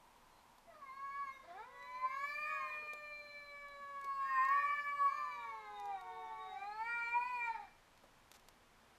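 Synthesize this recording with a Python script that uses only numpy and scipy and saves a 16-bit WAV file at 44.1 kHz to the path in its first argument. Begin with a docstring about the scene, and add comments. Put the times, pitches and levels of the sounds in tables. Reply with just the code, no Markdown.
"""First comes a quiet outdoor hush with far traffic, a thin bird whistle and a tick of the hand-held camera.
Then two cats on a ledge outside a screened window yowl in long, gliding, overlapping calls.
One holds a single long yowl; the other calls twice. Each voice is a stack of harmonics gliding through
mouth resonances, with rasping air at its edges. Delayed copies and a short noise tail give the nearby walls.
Clicks, rubs and knocks are bursts of coloured noise; the hush, traffic and drone are steadier noise."""
import sys
import numpy as np
from scipy import signal
from scipy.fft import rfft, irfft, next_fast_len
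from scipy.io import wavfile
from scipy.ndimage import uniform_filter1d

SR = 44100
rng = np.random.default_rng(int(sys.argv[2]) if len(sys.argv) > 2 else 0)


def wav_out(sig):
    """Save sig, one row per channel (or a flat mono array), as 16-bit PCM at SR to the path in sys.argv[1]."""
    wavfile.write(sys.argv[1], SR, np.round(np.clip(np.atleast_2d(sig).T, -1, 1) * 32767).astype(np.int16))


N = 396018

# Yowl gestures: t/s, pitch f/Hz, effort level/dB before resonance, mouth opening/0-1, brightness/dB per octave
OPENING_YOWL = [(.65, 689, -106, 0.32, -9), (.72, 677, -95.5, 0.22, -3), (.76, 614, -91, .5, -10.5),
                (.9, 512, -91, 0.32, 2.5), (.95, 546, -93, 0.35, 2.5), (1.0, 549.4, -85.5, 0.62, -1),
                (1.22, 563.2, -84.5, 0.67, 0.5), (1.29, 535.4, -85, 0.55, 0), (1.34, 536, -95.5, 0.16, 5.5),
                (1.6, 498, -105, 0.04, -5.5), (1.76, 490, -90, 0.1, 3), (2.05, 513.6, -85.5, 0.53, 0.8),
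                (2.28, 580.4, -79, 0.75, 3), (2.44, 588.3, -84.5, 0.75, 3), (2.58, 554, -80.5, 0.75, -1.5),
                (2.76, 491, -94.5, 0, 5.5), (2.9, 435, -101.5, 0, -8)]
LONG_YOWL = [(1.41, 311, -104.8, 0.038, -0.25), (1.53, 348.0, -92.5, 0.049, -1.1),
             (1.6, 432.6, -84, 0.093, -0.83), (1.72, 548.5, -92, 0.27, -1.6),
             (2.0, 591.2, -88.5, 0.35, -0.1), (2.17, 565, -83, 0.4, -0.051),
             (2.27, 582.6, -80.5, 0.44, -0.099), (2.52, 613.4, -77, 0.68, 0.36),
             (3.05, 596, -83.5, 0.39, 1.05), (3.45, 578.9, -82.5, 0.36, -0.25),
             (3.9, 562.9, -83, 0.36, -0.8), (4.28, 541.8, -81, 0.83, 1.45), (4.4, 520.9, -76.5, 0.68, 0.76),
             (4.55, 564.7, -74, 0.92, -0.15), (4.7, 575.2, -73.5, 0.98, -0.89), (4.92, 575.8, -81, 1, 0.0),
             (5.04, 565.2, -76.5, 0.81, 0.73), (5.17, 535, -88.5, 0.55, 1.5),
             (5.42, 468.2, -85, 0.21, 0.43), (5.67, 418.8, -86.5, 0.093, 0.3), (5.9, 402, -87, 0.2, 0.89),
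             (6.02, 367.5, -87.5, 0.13, -2.6), (6.55, 378.6, -85.5, 0.14, 0.21),
             (6.72, 420.7, -82, 0.42, -0.62), (6.9, 472.4, -75.5, 0.82, -1.1),
             (7.08, 467.4, -76, 0.58, 0.14), (7.3, 501, -82, 0.71, 1.2), (7.48, 462.9, -74, 0.57, -0.4),
             (7.63, 405.5, -94.5, 0.24, -0.2), (7.71, 340.5, -107.8, 0.26, -0.21)]
ANSWERING_YOWL = [(4.16, 565.2, -112.1, 0.9, -0.1), (4.31, 619, -85.5, 0.98, 0.4),
                  (4.58, 610.3, -84.5, 0.99, 0.3), (4.85, 573.7, -79, 0.79, -0.0),
                  (5.05, 568.4, -87, 0.54, -0.1), (5.18, 589.7, -77.5, 0.6, 0.65),
                  (5.37, 580.4, -82, 0.48, 0.31), (5.6, 538.8, -87.5, 0.33, -0.2),
                  (5.87, 481.8, -96.5, 0.18, 0.019), (6.12, 455.1, -88, 0.13, -0.99),
                  (6.45, 436.5, -92.3, 0.081, -0.23), (6.68, 362.2, -100.1, 0.2, 0.024)]
# Mouth resonances of each cat: closed f/Hz, open f/Hz, half width/Hz, closed level/dB, open level/dB
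LONG_FORMANTS = [(659, 1270, 247.5, 34, 34.5), (1530, 1980, 280, 1, 24.5), (2287, 2477, 136, 17.5, 37.5),
                 (3523, 4993, 175, 15.5, 4), (5470, 4700, 160, -14, -5), (6770, 8240, 350, -12.5, -7)]
OTHER_FORMANTS = [(655, 1416, 220, 41.5, 29), (1400, 1825, 230, -13.5, 38), (1988, 2315, 267, 20, 29),
                  (3510, 5280, 273, 9, 11.5), (5490, 7140, 170, -2, 1.5)]
# Throat buzz between the resonances: f/Hz, level/dB
THROAT_BUZZ = [(300, -9), (600, 4), (1000, 19.5), (1150, 21.5), (1400, 16), (1800, 15.5), (2600, 2),
               (4400, -7.5), (5500, -16.5), (7000, -13.5), (9500, -21.5), (13000, -15)]
# Brief swells of the lowest resonance, a loud "wow": t/s, half length/s, level/dB
WOW_SWELLS = [(2.052, 0.023, 12), (4.431, 0.33, 6), (5.008, 0.078, 13), (5.889, 0.094, 8.911),
              (6.613, 0.072, 2), (7.164, 0.027, 11)]
# Brief swells of the second resonance, a harsher squall: t/s, half length/s, level/dB
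SQUALL_SWELLS = [(1.58, 0.056, 23.5), (6.93, 0.054, 4.5), (7.46, .04, 5.5)]
# Colour of the rasping breath: f/Hz, relative level/dB
RASP_COLOUR = [(500, -23), (1100, -6), (1750, 5), (2200, -9), (2900, -20.5), (3900, -10.5), (5200, -15.5),
               (6500, -32), (12000, -39)]
# Reflections off ledge, window frame and walls at three camera positions: delay/ms, level/dB
FIRST_ECHOES = [(2.94, -10), (5.57, -12.0), (6.57, -16.5), (7.09, -15.5), (11.67, -16), (16.08, -18.5)]
MIDDLE_ECHOES = [(1.03, -15), (2.99, -14.5), (8.63, -19), (10.76, -16.5), (12.09, -16), (13.5, -12.5)]
LAST_ECHOES = [(6.4, -16), (7.12, -14.0), (9.0, -10.5), (10.0, -12.0), (13.5, -13), (14.31, -14.5)]
# The camera shifts twice: t/s, position/0-2
CAMERA_PATH = [(3.7, 0), (4.1, 1), (5.4, 1), (5.8, 2)]
# Decay of the walls' tail: f/Hz, time to fall 60 dB/s
YARD_DECAY = [(200, 0.034), (1500, 0.63), (5000, 0.64), (12000, 0.011)]
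# Camera clicks: t/s, level/dB before trim
CLICKS = [(0.5826, -60.5), (1.8267, -61), (2.934, -48), (3.6845, -59), (4.0133, -57), (4.044, -50),
          (4.4503, -52.5), (4.4867, -52), (5.7982, -54), (5.8561, -57.5), (6.0112, -58), (7.9758, -63),
          (8.3155, -47), (8.3965, -61), (8.4855, -49)]
# Fingers rubbing on the camera body: t/s, length/s, level/dB before the rub's envelope
RUBS = [(8.325, 0.0074, -67), (8.338, .034, -58.5)]
# Colour of the camera case, for clicks and rubs: f/Hz, relative level/dB
CASE_COLOUR = [(100, -13), (900, 6.5), (2000, 0), (3500, 1.5), (6500, 0), (10000, -6.5), (14000, -6)]
# Soft handling knocks: t/s, level/dB before trim
KNOCKS = [(2.933, -50), (4.043, -52.5), (5.185, -59), (8.036, -53.5)]
# Colour of the knocks: f/Hz, relative level/dB
THUD_COLOUR = [(100, -24), (500, 9.5), (900, 7.5), (2000, -11), (6000, -19.5)]
# The far bird's thin whistle: t/s, f/Hz, rms level/dB
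WHISTLE = [(.3, 4180, -105), (.33, 4150, -82), (.41, 4120, -83), (.45, 4100, -105)]
# Colour of the outdoor hush: f/Hz, relative level/dB
HUSH_COLOUR = [(12, -38.5), (20, 16), (27, -3.5), (50, -9.5), (195, -13.5), (242, -14), (408, -14.5),
               (980, -11), (1160, -13), (1950, -17.5), (2290, -18.5), (3190, -21.5), (14000, -35.5)]
# Loudness of the hush before its slow waver: t/s, rms level/dB
HUSH_LEVEL = [(0, -67), (3, -67), (7.8, -66), (9, -65)]
# Colour of the far traffic: f/Hz, relative level/dB
ROAD_COLOUR = [(300, -19), (700, -8), (1000, 3.5), (1400, -23), (3000, -26.5)]
# Loudness of the traffic before its slow waver: t/s, rms level/dB
ROAD_LEVEL = [(0, -68.5), (.6, -70), (2, -81.5), (9, -88.5)]

RASP_AT_S, RASP_LASTS_S = 0.12, 0.11  # rasp peaks this far from either end of a call, about this wide
FADE_S, LOOSE_S = 0.035, 0.19  # fade at each end of a call; reach of the slack folds from each end
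LOW_HZ, TOP_HZ = 22, 14000  # the low end is halved at LOW_HZ; nothing passes from TOP_HZ up


def cats():
    """The voices beat against each other where their pitches cross."""
    holder = yowl(LONG_YOWL, LONG_FORMANTS,
                  jitter=0.0011, slack=0.016, flutter_db=2.95, drift_db=0.48, rasp_db=-70)
    opening = yowl(OPENING_YOWL, OTHER_FORMANTS,
                   jitter=0.0018, slack=0.014, flutter_db=3.0, drift_db=0.04, rasp_db=-76.5)
    answer = yowl(ANSWERING_YOWL, OTHER_FORMANTS,
                  jitter=0.0027, slack=0.00392, flutter_db=3.0, drift_db=0.73, rasp_db=-79.5)
    return reflected(holder + opening + answer)


def yowl(rows, formants, jitter, slack, flutter_db, drift_db, rasp_db, count=26):
    """Vocal folds give a harmonic stack whose partials swell as they glide through the mouth's resonances."""
    start, end = round(rows[0][0] * SR), round(rows[-1][0] * SR)
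    t = np.arange(start, end) / SR
    hz, effort_db, opening, tilt_db = curves(rows, t)
    peaks = swollen([resonance(row, opening) for row in formants], t)

    # the folds are slack and unsteady as a call starts and dies
    edge = np.minimum(t - t[0], t[-1] - t)
    loose = np.exp(-(edge / LOOSE_S) ** 2)
    unsteady = wobble(28, t) + 0.798 * wobble(130, t)
    hz = uniform_filter1d(hz, size=2000) * (1 + (jitter + slack * loose) * unsteady)
    # uneven cycles make the slack voice hoarse
    scatter = 8 * slack * loose * wobble(260, t)
    phase = 2 * np.pi * np.cumsum(hz) / SR + scatter

    voice = np.zeros(len(t))
    for k in range(1, count + 1):
        partial_hz = k * hz
        colour = amp(along(THROAT_BUZZ, partial_hz))
        for centre, width, gain in peaks:
            colour += gain / (1 + ((partial_hz - centre) / width) ** 2) ** 2
        bright_db = tilt_db * np.log2(partial_hz / 1000)  # tilts about 1 kHz
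        shudder = 1 + 0.7 * loose * np.tanh(wobble(80, t))
        flutter = flutter_db * np.tanh(wobble(35, t))
        drift = drift_db * np.log2(k + 1) * wobble(12, t)  # wider for higher partials
        level = amp(effort_db + bright_db + flutter + drift)
        voice += np.sqrt(2) * colour * shudder * level * np.sin(k * phase)

    # slack folds leak a puff of rasping air in each cycle
    leak = np.exp(-((edge - RASP_AT_S) / RASP_LASTS_S) ** 2)
    puffs = 1 + np.cos(phase)
    rasp = amp(rasp_db + 4.5 * wobble(40, t)) * leak * puffs * noise(RASP_COLOUR)[start:end]
    fade = np.minimum(edge / FADE_S, 1)
    return np.pad((voice + rasp) * fade, (start, N - end))


def resonance(row, opening):
    """Centre, half width and gain of a mouth resonance, which shifts as the jaw drops."""
    closed_hz, open_hz, width, closed_db, open_db = row
    centre = closed_hz + opening * (open_hz - closed_hz)
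    return centre, width, amp(closed_db + opening * (open_db - closed_db))


def swollen(peaks, t):
    """The two lowest resonances surge briefly into a "wow" or a squall."""
    for which, swells in enumerate([WOW_SWELLS, SQUALL_SWELLS]):
        centre, width, gain = peaks[which]
        swell_db = sum(db * np.exp(-((t - s) / half) ** 2) for s, half, db in swells)
        peaks[which] = centre, width, gain * amp(swell_db)
    return peaks


def reflected(x):
    """Close surfaces add delayed copies, so each gliding harmonic swells and dips in turn."""
    position, = curves(CAMERA_PATH, np.arange(N) / SR)
    heard = x
    for place, echoes in enumerate([FIRST_ECHOES, MIDDLE_ECHOES, LAST_ECHOES]):
        def delays(hz):
            """Each delay is a phase turn that grows with frequency."""
            return sum(amp(db) * np.exp(-2j * np.pi * hz * ms / 1000) for ms, db in echoes)
        nearness = np.maximum(1 - abs(position - place), 0)  # crossfades between positions
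        heard = heard + nearness * filtered(x, delays)
    return heard


def yard(x):
    """Walls answer 8 ms later with a short noise tail that dies fastest at the top of the treble."""
    hz, t, z = signal.stft(rng.standard_normal(SR // 2), SR, nperseg=256)
    decay = amp(-60 * t / along(YARD_DECAY, hz)[:, None])
    tail = signal.istft(z * decay, SR, nperseg=256)[1]
    delayed = np.pad(x, (round(0.008 * SR), 0))
    return signal.fftconvolve(delayed, tail / np.linalg.norm(tail))[:N]


def handling():
    """The camera's case clicks, is rubbed and softly knocked: noise shaped by blows and strokes."""
    t = np.arange(N) / SR
    rubs = np.zeros(N)
    for s, length, db in RUBS:
        corners = [s, s + 0.00092, s + 0.94 * length, s + length]
        rubs += amp(db) * np.interp(t, corners, [0.025, 0.66, 0.53, 0])
    clicks = amp(-2) * bursts(CLICKS, t60=0.021)
    knocks = amp(-7) * bursts(KNOCKS, t60=0.12)
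    return (clicks + rubs) * noise(CASE_COLOUR) + knocks * noise(THUD_COLOUR)


def bursts(rows, t60):
    """An envelope of sudden blows, each dying by 60 dB in t60 seconds."""
    t = np.arange(SR // 5) / SR
    envelope = np.zeros(N + SR)
    for s, db in rows:
        envelope[round(s * SR):][:len(t)] += amp(db - 60 * t / t60)
    return envelope[:N]


def bird():
    """One faint whistle from far off: a single sine sliding slightly down."""
    start, end = round(WHISTLE[0][0] * SR), round(WHISTLE[-1][0] * SR)
    hz, db = curves(WHISTLE, np.arange(start, end) / SR)
    tone = np.sqrt(2) * amp(db) * np.sin(2 * np.pi * np.cumsum(hz) / SR)
    return np.pad(tone, (start, N - end))


def outdoors():
    """Broad noise for the hush, duller noise for far traffic, a narrow band for a faint low drone."""
    t = np.arange(N) / SR
    hush = amp(curves(HUSH_LEVEL, t)[0] + 0.39 * wobble(2.3, t)) * noise(HUSH_COLOUR)
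    road = amp(curves(ROAD_LEVEL, t)[0] + 0.88 * wobble(1.9, t)) * noise(ROAD_COLOUR)
    drone = amp(-82.5) * noise([(170, -45.0), (220, -10.0), (232, -2), (265, -12), (320, -46.0)])
    return hush + road + drone


def noise(spectrum):
    """Coloured noise of rms 1."""
    return unit(filtered(rng.standard_normal(N), lambda hz: amp(along(spectrum, hz))))


def filtered(x, response):
    """x shaped by a response of frequency."""
    m = next_fast_len(N + SR // 2)
    return irfft(rfft(x, m) * response(np.fft.rfftfreq(m, 1 / SR)), m)[:N]


def wobble(rate, t):
    """A smooth random curve with rate knots a second."""
    knots = rng.standard_normal(8192)
    smooth = signal.resample_poly(knots, 8, 1)
    places = np.arange(len(smooth)) * len(knots) / len(smooth)
    return np.interp(t * rate, places, smooth)


def curves(rows, t):
    """Each column after the time, read at the times t."""
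    s, *cols = np.transpose(rows)
    return [np.interp(t, s, c) for c in cols]


def along(points, hz):
    """(f/Hz, value) points read on a log frequency axis."""
    f, v = np.transpose(points)
    return np.interp(np.log(hz + 1), np.log(f + 1), v)


def unit(x):
    """x at rms 1."""
    return x / np.sqrt(np.mean(x ** 2) + 1e-20)


def amp(db):
    """Decibels to gain."""
    return 10 ** (np.asarray(db) / 20)


def scene():
    """Cats with their echo, the background and the camera, in one channel."""
    voices = cats()
    echo = amp(-14) * yard(voices)
    return (voices + echo + outdoors() + bird() + handling())[None]


def record(dry):
    """The camera keeps neither the deepest rumble nor anything above its band limit."""
    def band(hz):
        """A gentle low cut and a sharp top."""
        return (hz < TOP_HZ) * hz ** 4 / (hz ** 4 + LOW_HZ ** 4)
    return np.array([filtered(channel, band) for channel in dry])


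dry = scene()
out = record(dry)
wav_out(out)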